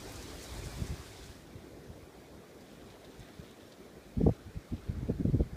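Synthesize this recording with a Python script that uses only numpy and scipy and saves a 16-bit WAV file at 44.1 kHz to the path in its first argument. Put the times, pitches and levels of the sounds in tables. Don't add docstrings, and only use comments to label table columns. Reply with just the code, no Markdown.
import sys
import numpy as np
from scipy import signal
from scipy.fft import rfft, irfft, next_fast_len
from scipy.io import wavfile
from scipy.ndimage import uniform_filter1d

SR = 44100
rng = np.random.default_rng(int(sys.argv[2]) if len(sys.argv) > 2 else 0)


def unload_audio(sound):
    columns = np.transpose(np.atleast_2d(sound))
    steps = np.round(np.clip(columns, -1, 1) * 32767)
    wavfile.write(sys.argv[1], SR, steps.astype(np.int16))


N = 245195
TIME, FREQS = np.arange(N) / SR, np.fft.rfftfreq(N, 1 / SR)

# (time [s], shore gain [ratio], palm gain [ratio])
PLACE_GAINS = [(0, 1.11, 0.083), (.2, 1.16, 0.071), (.5, 1.19, 0.0058), (.8, 1.12, 0.98),
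               (1.05, 0.84, 0.42), (1.3, 0.55, 0.62), (1.5, 0.036, 0.78), (5.56, 0.09, 0.7)]
# (time [s], level [dB])
FROND_SWAY = [(0, -87), (1.25, -63.5), (1.6, -72.5), (2.45, -70.5), (2.95, -66.5), (3.45, -63.3),
              (3.9, -72.5), (4.3, -68), (5.1, -72.5), (5.56, -74)]


def gain_of(db):
    return 10 ** (np.asarray(db) / 20)


def unit_rms(x):
    return x / np.sqrt(np.mean(x ** 2) + 1e-30)


def level_at(spectrum, hz):
    frequencies, levels = np.transpose(spectrum)
    return np.interp(np.log(hz + 1), np.log(frequencies + 1), levels)


def curves(rows, t):
    times, *columns = np.transpose(rows)
    return [np.interp(t, times, column) for column in columns]


def colour(x, spectrum):
    size = next_fast_len(N + 4096, real=True)
    response = gain_of(level_at(spectrum, np.fft.rfftfreq(size, 1 / SR)))
    return irfft(rfft(x, size) * response, size)[:N]


def wander(rate_hz, size=2048):
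    hz = np.fft.rfftfreq(size, N / SR / size)
    slow = irfft(rfft(rng.standard_normal(size)) * (hz > 0) / (1 + (hz / rate_hz) ** 4))
    return unit_rms(np.interp(TIME, np.linspace(0, N / SR, size), slow))


def add(mix, start_s, sound):
    part = mix[max(round(start_s * SR), 0):][:len(sound)]
    part += sound[:len(part)]


def wash(spectrum, roar_db, foam_db, split_hz=900, foam_hz=3500):
    # (frequency [Hz], rms level deviation [dB])
    patch_depth = [(100, 3), (500, 1.5), (2000, 2.34), (5000, 2.1), (15000, -0.5)]
    hz, _, cells = signal.stft(rng.standard_normal(N), SR, nperseg=1024, noverlap=768)
    patches = uniform_filter1d(rng.standard_normal(cells.shape), size=5, axis=0)
    patches = unit_rms(uniform_filter1d(patches, size=7, axis=1))
    cells *= gain_of(level_at(spectrum, hz)[:, None] + level_at(patch_depth, hz)[:, None] * patches)
    noise = unit_rms(signal.istft(cells, SR, nperseg=1024, noverlap=768)[1][:N])
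    roar = irfft(rfft(noise) / (1 + (FREQS / split_hz) ** 4), N)
    foam = irfft(rfft(noise - roar) * np.exp(-(FREQS / foam_hz) ** 2), N)
    return noise + roar * (gain_of(roar_db) - 1) + foam * (gain_of(foam_db) - 1)


def sea(shore_db=-47.5, surf_db=-56):
    # (frequency [Hz], relative spectral density [dB])
    shore_spectrum = [(90, 3.5), (160, -13), (250, -1), (360, 0.5), (480, -4.5), (780, -8), (1100, -11.5),
                      (2300, -13), (3000, -12.5), (5000, -14), (8300, -20), (11500, -25), (15400, -30.5)]
    # (frequency [Hz], relative spectral density [dB])
    surf_spectrum = [(90, -20), (160, -9), (300, -6), (410, -6), (500, -9), (700, -13.5), (950, -18.5),
                     (1500, -18.5), (2300, -20), (3000, -21), (4300, -22.5), (9300, -29), (15400, -32.5)]
    # (time [s], roar gain [dB], foam gain [dB])
    swell = [(0, -16, 0), (1.6, 6.5, 3), (2.2, 6, 2), (2.7, 6.5, 3), (3.3, 5, 5.5), (3.8, 7, 1.5),
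             (4.1, 6, 3.5), (4.5, 3.5, 5.5), (4.9, 7, 5.5), (5.56, 4.5, 3.5)]
    shore_gain, palm_gain = curves(PLACE_GAINS, TIME)
    roar_db, foam_db = curves(swell, TIME)
    shore = wash(shore_spectrum, roar_db=0.42 * wander(8.9), foam_db=0.5 * wander(15))
    shore *= gain_of(0.22 * wander(40))
    surf = wash(surf_spectrum, roar_db, foam_db + 0.42 * wander(25))
    return gain_of(shore_db) * shore_gain * shore + gain_of(surf_db) * palm_gain * surf


def rustle(spectrum, flutter_db, ticks_per_s=1100, spread_db=3.5, bands=8):
    t, ticks = np.arange(256) / SR, np.zeros(N)
    for hz in np.geomspace(1500, 13000, bands):
        touches = (rng.random(N) < ticks_per_s / bands / SR) * rng.choice([-1, 1], N)
        strengths = gain_of(spread_db * np.minimum(rng.exponential(1, N), 3.5))
        ring = np.exp(-t * hz / 1.3) * np.sin(2 * np.pi * hz * t) * hz ** 0.72
        ticks += signal.oaconvolve(touches * strengths, ring)[:N]
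    leaves = colour(unit_rms(ticks) + rng.standard_normal(N), spectrum)
    return unit_rms(leaves * gain_of(flutter_db * wander(21)))


def bushes(level_db=-61):
    # (frequency [Hz], relative spectral density [dB])
    bush_spectrum = [(1500, -25), (3500, -6.5), (6000, 0), (8500, 0.5), (11000, -10.5), (15000, -10)]
    shore_gain, _ = curves(PLACE_GAINS, TIME)
    return gain_of(level_db) * shore_gain * rustle(bush_spectrum, flutter_db=4.5)


def fronds(swing_db=2.5, swing_hz=4):
    # (frequency [Hz], relative spectral density [dB])
    leaflet_spectrum = [(1200, -12), (2200, -9.5), (3000, 2.5), (3700, 2.5), (4600, -6), (6000, -6),
                        (9000, -13), (15000, -20)]
    sway_db, = curves(FROND_SWAY, TIME)
    return gain_of(sway_db + swing_db * wander(swing_hz)) * rustle(leaflet_spectrum, flutter_db=1.8)


def light_slaps(per_s=4.3, offset_db=-0.5, spread_db=5, low_hz=3300, high_hz=7000):
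    when, strength, pitch = rng.random((round(per_s * N / SR), 3)).T
    times = when * N / SR
    sway_db, = curves(FROND_SWAY, times)
    levels = sway_db + offset_db + spread_db * (2 * strength - 1)
    return list(zip(times, levels, low_hz * (high_hz / low_hz) ** pitch))


def slaps(rise_s=0.002, decay_s=0.0096, half_width_octaves=0.4, size=4096):
    # (time [s], level [dB], centre frequency [Hz])
    hard_slaps = [(.122, -56, 11000), (.155, -49.5, 6500), (.224, -50.5, 5860), (.46, -54, 6000),
                  (1.258, -54.5, 6500), (2.606, -60, 4800), (2.9, -58, 3700), (3.044, -55.5, 3880),
                  (3.719, -55, 3830)]
    out, t, hz = np.zeros(N), np.arange(size) / SR, np.fft.rfftfreq(size, 1 / SR)
    envelope = (1 - np.exp(-t / rise_s)) * np.exp(-t / decay_s)
    for start_s, db, centre_hz in hard_slaps + light_slaps():
        contacts = rng.standard_normal(size) * (rng.random(size) < 0.15)
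        band = 1 / (1 + (np.log2((hz + 1) / centre_hz) / half_width_octaves) ** 2)
        spray = unit_rms(irfft(rfft(contacts) * band))
        add(out, start_s, gain_of(db) * spray * envelope / envelope.max())
    return out


def breeze(lump_db=3, lump_hz=12):
    # (time [s], level [dB])
    flow_levels = [(0, -54.5), (.4, -54.5), (.88, -48.5), (1.1, -57.5), (1.9, -56.5), (2.4, -62),
                   (3.7, -62), (4.65, -59), (4.95, -44.5), (5.56, -51)]
    # (frequency [Hz], relative spectral density [dB])
    rumble_spectrum = [(15, -19), (30, -5), (55, -0.5), (80, -1.5), (130, -3), (200, -8), (320, -18.5),
                       (700, -35), (2000, -94)]
    level_db, = curves(flow_levels, TIME)
    lumps = gain_of(lump_db * wander(lump_hz))
    return gain_of(level_db) * unit_rms(colour(rng.standard_normal(N), rumble_spectrum) * lumps)


def eddy_spectrum(hz, eddy_hz, port_hz=760):
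    ratio = hz / eddy_hz
    hump = ratio ** 0.86 * np.exp(-1.226 * ratio ** 1.086)
    return hump * np.exp(-(hz / port_hz) ** 2.3 / 2)


def wakes(strikes, delay_s=0.01595, offset_db=-11, spread_db=1, length_s=0.033, eddy_hz=89):
    jitter = rng.uniform(-0.92, 1, (len(strikes), 2))
    return [(s + delay_s * (1 + 0.29 * lag), db + offset_db + spread_db * strength, length_s, eddy_hz)
            for (s, db, _, _), (lag, strength) in zip(strikes, jitter)]


def buffets(overlap=1.87, kick_gain=0.51, sharpen_per_db=0.011, calm_db=-40, trim_db=-0.93, size=8192):
    # (middle time [s], level [dB], nominal duration [s], characteristic frequency [Hz])
    strikes = [(.589, -41, 0.029, 77), (.66, -42, 0.062, 80), (0.823, -34.5, 0.055, 135),
               (0.921, -37, 0.043, 110), (1.298, -47.5, 0.025, 105), (1.56, -46, 0.026, 101),
               (1.908, -44.5, 0.017, 126), (3.208, -49, .054, 134), (3.397, -42.5, .012, 136),
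               (4.183, -28, 0.024, 124), (4.214, -27.5, 0.021, 215), (4.241, -25, .026, 127),
               (4.267, -20, 0.011, 288), (4.278, -18.5, 0.0089, 186), (4.293, -26.5, 0.015, 346),
               (4.479, -45, 0.033, 120), (4.566, -37, .028, 100), (4.735, -31.5, 0.03, 121),
               (4.899, -28.5, 0.019, 90), (4.991, -38.5, 0.047, 115), (5.033, -35, 0.014, 124),
               (5.101, -28, 0.027, 205), (5.209, -30, 0.031, 159), (5.257, -25, 0.014, 152),
               (5.288, -28.5, 0.033, 142), (5.348, -24, 0.031, 137), (5.408, -24.5, 0.025, 190),
               (5.539, -39, 0.022, 99)]
    out, t, hz = np.zeros(N), (np.arange(size) - size / 2) / SR, np.fft.rfftfreq(size, 1 / SR)
    for middle_s, db, length_s, eddy_hz in strikes + wakes(strikes):
        window = np.cos(np.pi * np.clip(t / (overlap * length_s), -0.5, 0.5)) ** 2
        narrowing = 1 + np.clip(0.5 - (db - calm_db) / 25, 0, 1)
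        random_phases = np.exp(2j * np.pi * rng.random(len(hz)))
        swirl = irfft(eddy_spectrum(hz, eddy_hz) ** narrowing * random_phases)
        kick_hz = eddy_hz * np.exp(sharpen_per_db * (db - calm_db))
        common_phase = np.exp(2j * np.pi * rng.random())
        kick = np.fft.fftshift(irfft(eddy_spectrum(hz, kick_hz) ** narrowing * common_phase))
        eddy = unit_rms(window * swirl) + kick_gain * unit_rms(window * kick)
        eddy *= np.sqrt(length_s * SR / np.sum(eddy ** 2))
        add(out, middle_s + t[0], gain_of(db + trim_db) * eddy)
    return out


def scene():
    return (sea() + bushes() + fronds() + slaps() + breeze() + buffets())[None]


def record(dry, cutoff_hz=15480):
    # (frequency [Hz], gain [dB])
    mic_response = [(10, -18), (28, -13.5), (50, 1.5), (2300, -0.5), (2480, -1), (2700, -5), (3050, -4.5),
                    (3350, -2.5), (4000, -1.5), (16000, 0)]
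    low_pass = signal.firwin(1023, cutoff_hz, window=("kaiser", 9), fs=SR)
    return signal.oaconvolve(colour(dry[0], mic_response), low_pass, "same")[None]


dry = scene()
out = record(dry)
unload_audio(out)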